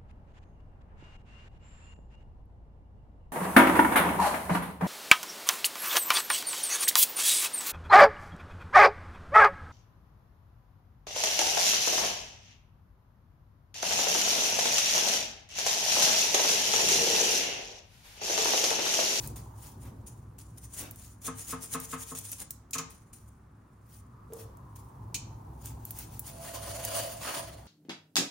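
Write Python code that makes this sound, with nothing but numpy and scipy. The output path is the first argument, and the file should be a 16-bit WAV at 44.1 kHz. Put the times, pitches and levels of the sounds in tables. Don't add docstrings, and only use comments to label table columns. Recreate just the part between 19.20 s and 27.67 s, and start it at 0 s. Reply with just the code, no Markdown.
import sys
import numpy as np
from scipy import signal
from scipy.fft import rfft, irfft, next_fast_len
from scipy.io import wavfile
from scipy.ndimage import uniform_filter1d, map_coordinates

SR = 44100
rng = np.random.default_rng(int(sys.argv[2]) if len(sys.argv) > 2 else 0)


def generate_wav(signal):
    frames = np.transpose(np.atleast_2d(signal))
    scaled = np.clip(frames, -1, 1) * 32767
    pcm = np.round(scaled).astype(np.int16)
    wavfile.write(sys.argv[1], SR, pcm)


N = 373511

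# (frequency [Hz], relative level [dB])
CLOTH_SPECTRUM = [(300, -1), (1500, -8.5), (3000, -6.5), (4200, -10.5), (5700, 0.5), (7000, 9), (7700, 0.5),
                  (9700, 11), (11200, -4.5), (15500, -4.5)]
FIZZ_SPECTRUM = [(6000, -1), (10000, -11), (14000, 4)]
SCRAPE_SPECTRUM = [(100, -55), (250, -4.5), (1000, 0), (1900, -6.5), (5000, -10), (9000, -27)]


def amp(db):
    return 10 ** (np.asarray(db) / 20)


def unit(x):
    return x / np.sqrt(np.mean(x ** 2) + 1e-20)


def along(points, hz):
    freqs, values = np.transpose(points)
    return np.interp(np.log(hz + 1), np.log(freqs), values)


def clock():
    return np.arange(N) / SR


def curves(rows):
    times, *columns = np.transpose(rows)
    return [np.interp(clock(), times, column) for column in columns]


def wobble(rate):
    return map_coordinates(rng.standard_normal(int(N * rate / SR) + 4), [np.arange(N) * rate / SR])


def filtered(x, response):
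    size = next_fast_len(N + SR // 2)
    return irfft(rfft(x, size) * response(np.fft.rfftfreq(size, 1 / SR)), size)[..., :N]


def spread(pair, response):
    # (frequency [Hz], correlation [0-1])
    likeness = [(120, 1), (280, 0.93), (600, 0.25), (4000, 0.51), (8000, 0.15), (12000, 0.86)]
    angle = lambda hz: np.arccos(np.clip(along(likeness, hz), -1, 1)) / 2
    mid, side = filtered(pair, lambda hz: response(hz) * np.array([np.cos(angle(hz)), np.sin(angle(hz))]))
    return unit(np.array([mid + side, mid - side]))


def noise(spectrum):
    return spread(rng.standard_normal((2, N)), lambda hz: amp(along(spectrum, hz)))


def blow(s, t60):
    age = clock() - s
    return (age >= 0) * amp(-60 * np.abs(age) / t60)


def motion(strokes):
    t, power = clock()[::20], 0
    for s, db, rise, fall in strokes:
        away = np.abs(t - s) / np.where(t < s, rise, fall)
        power = power + amp(db - 20 * away ** 1.5) ** 2
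    return np.interp(clock(), t, np.sqrt(power))


def friction(spectrum, grain_db=2, ringing=1):
    slips = rng.standard_normal((2, N)) * amp(grain_db * wobble(2000))
    bands = signal.stft(slips, nperseg=1024)[2]
    folds = uniform_filter1d(rng.standard_normal(bands.shape[1:]), size=9, axis=0)
    folds = uniform_filter1d(folds, size=3, axis=1)
    peaks = rng.standard_normal((bands.shape[1], 1))
    depth = ringing * np.linspace(0, 1, bands.shape[1])[:, None] ** .15
    colour_db = depth * (3.2 * unit(folds) + 3.0 * peaks)
    pair = signal.istft(bands * amp(colour_db), nperseg=1024)[1][:, :N]
    return spread(pair, lambda hz: amp(along(spectrum, hz)))


def catching(depth_db=2.84, per_s=60):
    return amp(depth_db * wobble(per_s))


def resonating(modes):
    def response(f):
        return sum((-1) ** k * amp(db) * 1j * f * width / (hz * hz - f * f + 1j * f * width)
                   for k, (hz, width, db) in enumerate(modes))
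    return spread(rng.standard_normal((2, N)), response)


def background():
    # (time [s], relative level [dB])
    rumble_levels = [(.1, -36), (.35, -47), (.7, -41), (1.3, -49.5), (4.5, -57.5), (5.2, -46.5),
                     (5.85, -44.5), (6.3, -42.5), (6.8, -44.5), (8.3, -48.5)]
    # (frequency [Hz], relative level [dB])
    rumble_spectrum = [(20, -46), (42, -3), (85, -5.5), (107, 7), (153, -3.5), (188, -10.5), (230, -8),
                       (500, -20), (1700, -47.5)]
    air_spectrum = [(200, 0), (500, -17), (1140, -12), (3200, -37), (9000, -42), (12000, -57)]
    # (frequency [Hz], level [dB])
    hum_tones = [(64, -53.5), (103, -55.5)]
    # (time [s], centre [Hz], level [dB])
    traffic = [(0.3, 916, -57), (1.4, 906, -73), (4.2, 1152, -96), (5, 1110, -62), (6.1, 898.7, -56.5),
               (8.4, 814, -61.5)]
    rumble_db, = curves(rumble_levels)
    swell = amp(rumble_db + wobble(12))
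    rumble = amp(-4) * swell * noise(rumble_spectrum)
    hum = sum(amp(db + 4 * wobble(11)) * np.sin(2 * np.pi * hz * clock() + wobble(16) / 2)
              for hz, db in hum_tones)
    centre_hz, traffic_db = curves(traffic)
    band = unit(filtered(rng.standard_normal((2, N)), lambda hz: 1 / (1 + (hz / 170) ** 2)))
    carrier = np.cos(2 * np.pi * np.cumsum(centre_hz) / SR)
    tyres = amp(traffic_db) * unit(band * carrier)
    return rumble + hum * unit(np.sqrt(swell)) + tyres + amp(-58.5) * noise(air_spectrum)


def workshop_echo(x):
    # (frequency [Hz], t60 [s])
    decay_times = [(1000, 0.45), (6000, 0.41), (15000, 0.019)]
    hz, t, bands = signal.stft(rng.standard_normal((2, SR // 2)), SR, nperseg=256)
    tail = signal.istft(bands * amp(-60 * t / along(decay_times, hz)[:, None]), SR, nperseg=256)[1]
    delayed = np.pad(tail, ((0, 0), (200, 0))) / np.linalg.norm(tail[0])
    return signal.fftconvolve(x, delayed, axes=1)[:, :N]


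def fine_grit(speed, per_s=110, level_db=-1, scatter_db=3, t60=.009):
    hits = rng.random(N) < per_s / SR
    specks = hits * amp(level_db + scatter_db * np.clip(rng.standard_normal(N), -2, 2))
    snaps = signal.lfilter([1], [1, -amp(-60 / (t60 * SR))], specks * speed)
    return snaps * noise([(1200, -22), (3000, -8), (9700, 3), (12000, -7)])


def grit_ticks(snap_t60=0.022, rattle_t60=.2, rattle_db=-23):
    # (time [s], relative level [dB], offset of the body [dB])
    ticks = [(0.0742, -28.5, -4.5), (1.71, -18.5, -27), (1.759, -38.5, -5.5), (2.601, -25, -7.5),
             (2.9873, -18, -13), (3.1173, -11.5, -20.5), (3.307, -14.5, -15), (3.5088, -36.5, -2.5),
             (5.1343, -37, -4), (5.371, -51, -4.5), (6.458, -30, -4), (6.6522, -14, -28),
             (6.7078, -9.5, -34), (6.788, -14, -23), (6.994, -9, -30), (7.65, -11, -13.5)]
    top, body = np.zeros(N), np.zeros(N)
    for s, db, body_db in ticks:
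        snap = amp(db) * (blow(s, snap_t60) + amp(rattle_db) * blow(s, rattle_t60))
        top += snap
        body += snap * amp(body_db)
    bright = noise([(3000, -71), (8000, -16.5), (12000, -7.5)])
    steel = noise([(500, -18), (2500, -23.5), (7000, 6.5), (12000, 5.5)])
    return amp(-17.5) * top * bright + amp(0.5) * body * steel


def clacks_and_bumps(clack_t60=0.092, ring_t60=0.14, ring_db=-17):
    # (time [s], relative level [dB])
    clacks = [(3.533, -29), (3.539, -43), (3.582, -31), (5.944, -26.5)]
    bumps = [(5.102, -49.5), (5.123, -40), (5.206, -49.5)]
    # (frequency [Hz], relative level [dB])
    clack_spectrum = [(1700, -28.5), (2500, -7), (3200, -14), (4400, -11.5), (5400, -9.5), (6800, -1),
                      (7800, -9.5), (12000, -20)]
    # (frequency [Hz], relative level [dB], t60 [s])
    frame_modes = [(454, 5, 0.19), (530, -2, 0.044)]
    clack = sum(amp(db) * (blow(s, clack_t60) + amp(ring_db) * blow(s, ring_t60)) for s, db in clacks)
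    frame, t = np.zeros(N), np.arange(SR // 2) / SR
    for s, db in bumps:
        ring = sum(amp(level - 60 * t / t60) * np.sin(2 * np.pi * (hz * t + rng.random()))
                   for hz, level, t60 in frame_modes)
        frame[round(s * SR):][:len(t)] += amp(db) * ring * (1 - np.exp(-t / 0.0013))
    thud_gain = sum(amp(db - 13.5) * blow(s, t60=0.74) for s, db in bumps)
    thud = thud_gain * noise([(200, -11), (500, 11), (2000, -19)])
    return clack * friction(clack_spectrum, ringing=0.72) + frame + thud


def hollow_knocks(ring_t60=0.18, tail_t60=.7, tail_db=-21, swell_s=.005, dense_db=-1, fresh_db=-12):
    # (time [s], relative level [dB], extra treble [dB])
    knocks = [(2.071, -41, 4.5), (2.320, -41, 5.5), (2.539, -39.5, 7), (2.723, -42.5, 10),
              (2.908, -45.5, -7), (3.544, -46.5, 13), (3.581, -45, 9)]
    # (frequency [Hz], relative level [dB])
    dense_spectrum = [(105, -32), (150, 2), (300, -5.5), (900, 4), (1150, -6), (1600, -2.5), (2900, -13),
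                      (6000, -30.5)]
    hollow_modes = [(160, -2), (259, 4), (452, 0), (1061, -1), (1098, 0), (1213, -1), (1290, -1)]
    loss_db = 86
    travel_s = .004
    t, dense = clock()[:SR], noise(dense_spectrum)
    phases = lambda hz: rng.random() + np.array([[.1], [-.1]]) * rng.normal() * min(hz / 1000, 1)
    modes = sum(amp(db - loss_db * t * hz / 1000) * np.sin(2 * np.pi * (hz * t + phases(hz)))
                for hz, db in hollow_modes)
    fading = (1 - np.exp(-t / swell_s)) * (amp(-60 * t / ring_t60) + amp(tail_db - 60 * t / tail_t60))
    shared = unit(modes) + amp(dense_db) * dense[:, :SR]
    highpass = signal.butter(2, 1500, 'high', fs=SR, output='sos')
    out = np.zeros((2, N))
    for s, db, treble_db in knocks:
        at = round(s * SR)
        ring = fading * (shared + amp(fresh_db) * dense[:, at:][:, :SR])
        treble = signal.sosfiltfilt(highpass, ring)
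        out[:, at:][:, :SR] += amp(db) * (ring + (amp(treble_db) - 1) * treble)
    dispersed = filtered(out, lambda hz: np.exp(-4j * np.pi * travel_s * np.sqrt(1000 * hz)))
    return dispersed * amp([[.5], [-.5]])


def long_wipe(onset_s=0.19, panel_lag_s=0.0042, ring_db=-3.5, whistle_db=-6):
    # (time [s], level [dB])
    effort = [(7.12, -54.5), (7.3, -49), (7.35, -43), (7.41, -48.5), (7.48, -46), (7.6, -46.5),
              (7.68, -42.5), (7.79, -39), (7.99, -51.5), (8.075, -42), (8.106, -46.5), (8.17, -38.5),
              (8.24, -50.5), (8.47, -71.5)]
    # (time [s], drone gain [dB], scrape gain [dB])
    contact = [(7.25, 4.5, -4.5), (7.36, 1, -1), (7.55, 3.5, -2.5), (7.97, 3.5, -5.5), (8.075, -2, 6.5),
               (8.165, -3, 0.5), (8.28, 6.5, 3)]
    # (frequency [Hz], width [Hz], relative level [dB])
    panel_modes = [(518, 16, -4), (588, 16, 1), (626, 18, -4), (669, 12, 4), (735, 40, -10)]
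    whistle_modes = [(2930, 150, 0), (4740, 160, 0)]
    # (frequency [Hz], relative level [dB])
    singing_modes = [(588, -7), (669, 0)]
    effort_db, = curves(effort)
    drone_db, scrape_db = curves(contact)
    drag = amp(effort_db) * np.clip((clock() - effort[0][0]) / onset_s + .5, 0, 1)
    pole = np.exp(-1 / (panel_lag_s * SR))
    shaking = signal.lfilter([1 - pole], [1, -pole], drag * amp(drone_db))
    note = sum(amp(db + 1.2 * wobble(20)) * np.sin(2 * np.pi * hz * clock() + wobble(20) / 2 + [[0], [1]])
               for hz, db in singing_modes)
    ring = amp(ring_db) * resonating(panel_modes)
    whistle = amp(whistle_db) * drag / drag.max() * resonating(whistle_modes)
    drone = shaking * (note + ring + whistle) * amp([[-2.2], [0]])
    scrape = drag * amp(scrape_db) * friction(SCRAPE_SPECTRUM, grain_db=2.5)
    hiss = drag * (friction(CLOTH_SPECTRUM, grain_db=0) + amp(-2.5) * friction(FIZZ_SPECTRUM))
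    return drone + catching() * (scrape + hiss) + fine_grit(drag)


def heavy_drags():
    # (time [s], level [dB], half length [s])
    drags = [(0.667, -53, 0.057), (1.638, -45.5, 0.1), (3.219, -47, .03)]
    # (frequency [Hz], relative level [dB])
    drag_spectrum = [(90, -7), (220, -0.5), (480, -8), (800, -8.5), (5000, -23.5)]
    return motion([(s, db, half, half) for s, db, half in drags]) * friction(drag_spectrum)


def hand_speed(quick_gap_s=.3, return_db=-41.5, dab_rise_s=.004, dab_fall_s=0.062,
               slide_db=-14.5, slide_s=0.24, creep_db=-85):
    # (time of top speed [s], level [dB], run-up [s], braking [s])
    pushes = [(1.604, -40, 0.084, 0.045), (2.069, -32.5, 0.038, 0.022), (2.318, -34, 0.071, .03),
              (2.538, -34, 0.044, .028), (2.718, -39, 0.035, 0.044), (2.899, -42, 0.056, 0.044),
              (3.05, -45.5, 0.038, 0.13), (3.204, -40, 0.037, 0.041), (3.541, -35.5, 0.014, 0.027)]
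    # (time of top speed [s], level [dB], half length [s])
    wipes = [(0.039, -46.5, 0.076), (0.456, -54.5, 0.12), (0.642, -61, 0.073), (1.382, -53.5, 0.023),
             (1.443, -51.5, 0.034), (1.847, -52.5, 0.12), (4.744, -60, 0.084), (5.205, -52, 0.052),
             (6.471, -53.5, 0.075), (6.681, -60, 0.11), (6.803, -48, 0.078), (6.945, -57.5, 0.091),
             (7.082, -49, 0.057)]
    # (time [s], level [dB])
    dabs = [(0.161, -49), (0.866, -50.5), (1.186, -47.5), (1.537, -51), (2.019, -53), (2.952, -40),
            (3.703, -53), (3.932, -50.5), (5.559, -58)]
    strokes = list(pushes)
    push_times = np.array(pushes)[:, 0]
    for s, gap in zip(push_times, np.diff(push_times)):
        if gap < quick_gap_s:
            strokes.append((s + 0.52 * gap, return_db, 0.19 * gap, 0.3 * gap))
    strokes += [(s, db, half, half) for s, db, half in wipes]
    for s, db in dabs:
        strokes += [(s, db, dab_rise_s, dab_fall_s), (s, db + slide_db, dab_rise_s, slide_s)]
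    return motion(strokes) + amp(creep_db + 3.2 * wobble(7.5))


def scrubbing(speed):
    # (time [s], level relative to the hiss [dB])
    looseness = [(.55, 1), (.9, -9), (1.25, -9), (1.6, -1), (2.1, -8), (4.0, -6), (4.75, 1), (6.8, 4)]
    uneven = speed * amp(1.3 * wobble(110))
    fizz_db, = curves(looseness)
    hiss = catching() * friction(CLOTH_SPECTRUM)
    fizz = amp(fizz_db) * friction(FIZZ_SPECTRUM)
    scrape = amp(-26) * friction(SCRAPE_SPECTRUM)
    return uneven * (hiss + fizz + scrape) * amp([[.4], [-1.2]])


def scene():
    speed = hand_speed()
    rubbing = scrubbing(speed) + fine_grit(speed) + heavy_drags()
    work = rubbing + hollow_knocks() + grit_ticks() + clacks_and_bumps() + long_wipe()
    return work + amp(-10.5) * workshop_echo(work) + background()


def record(dry):
    low_cut_hz, top_hz = 28, 16000
    return filtered(dry, lambda hz: (hz < top_hz) * hz ** 4 / (hz ** 4 + low_cut_hz ** 4))


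dry = scene()
out = record(dry)
generate_wav(out)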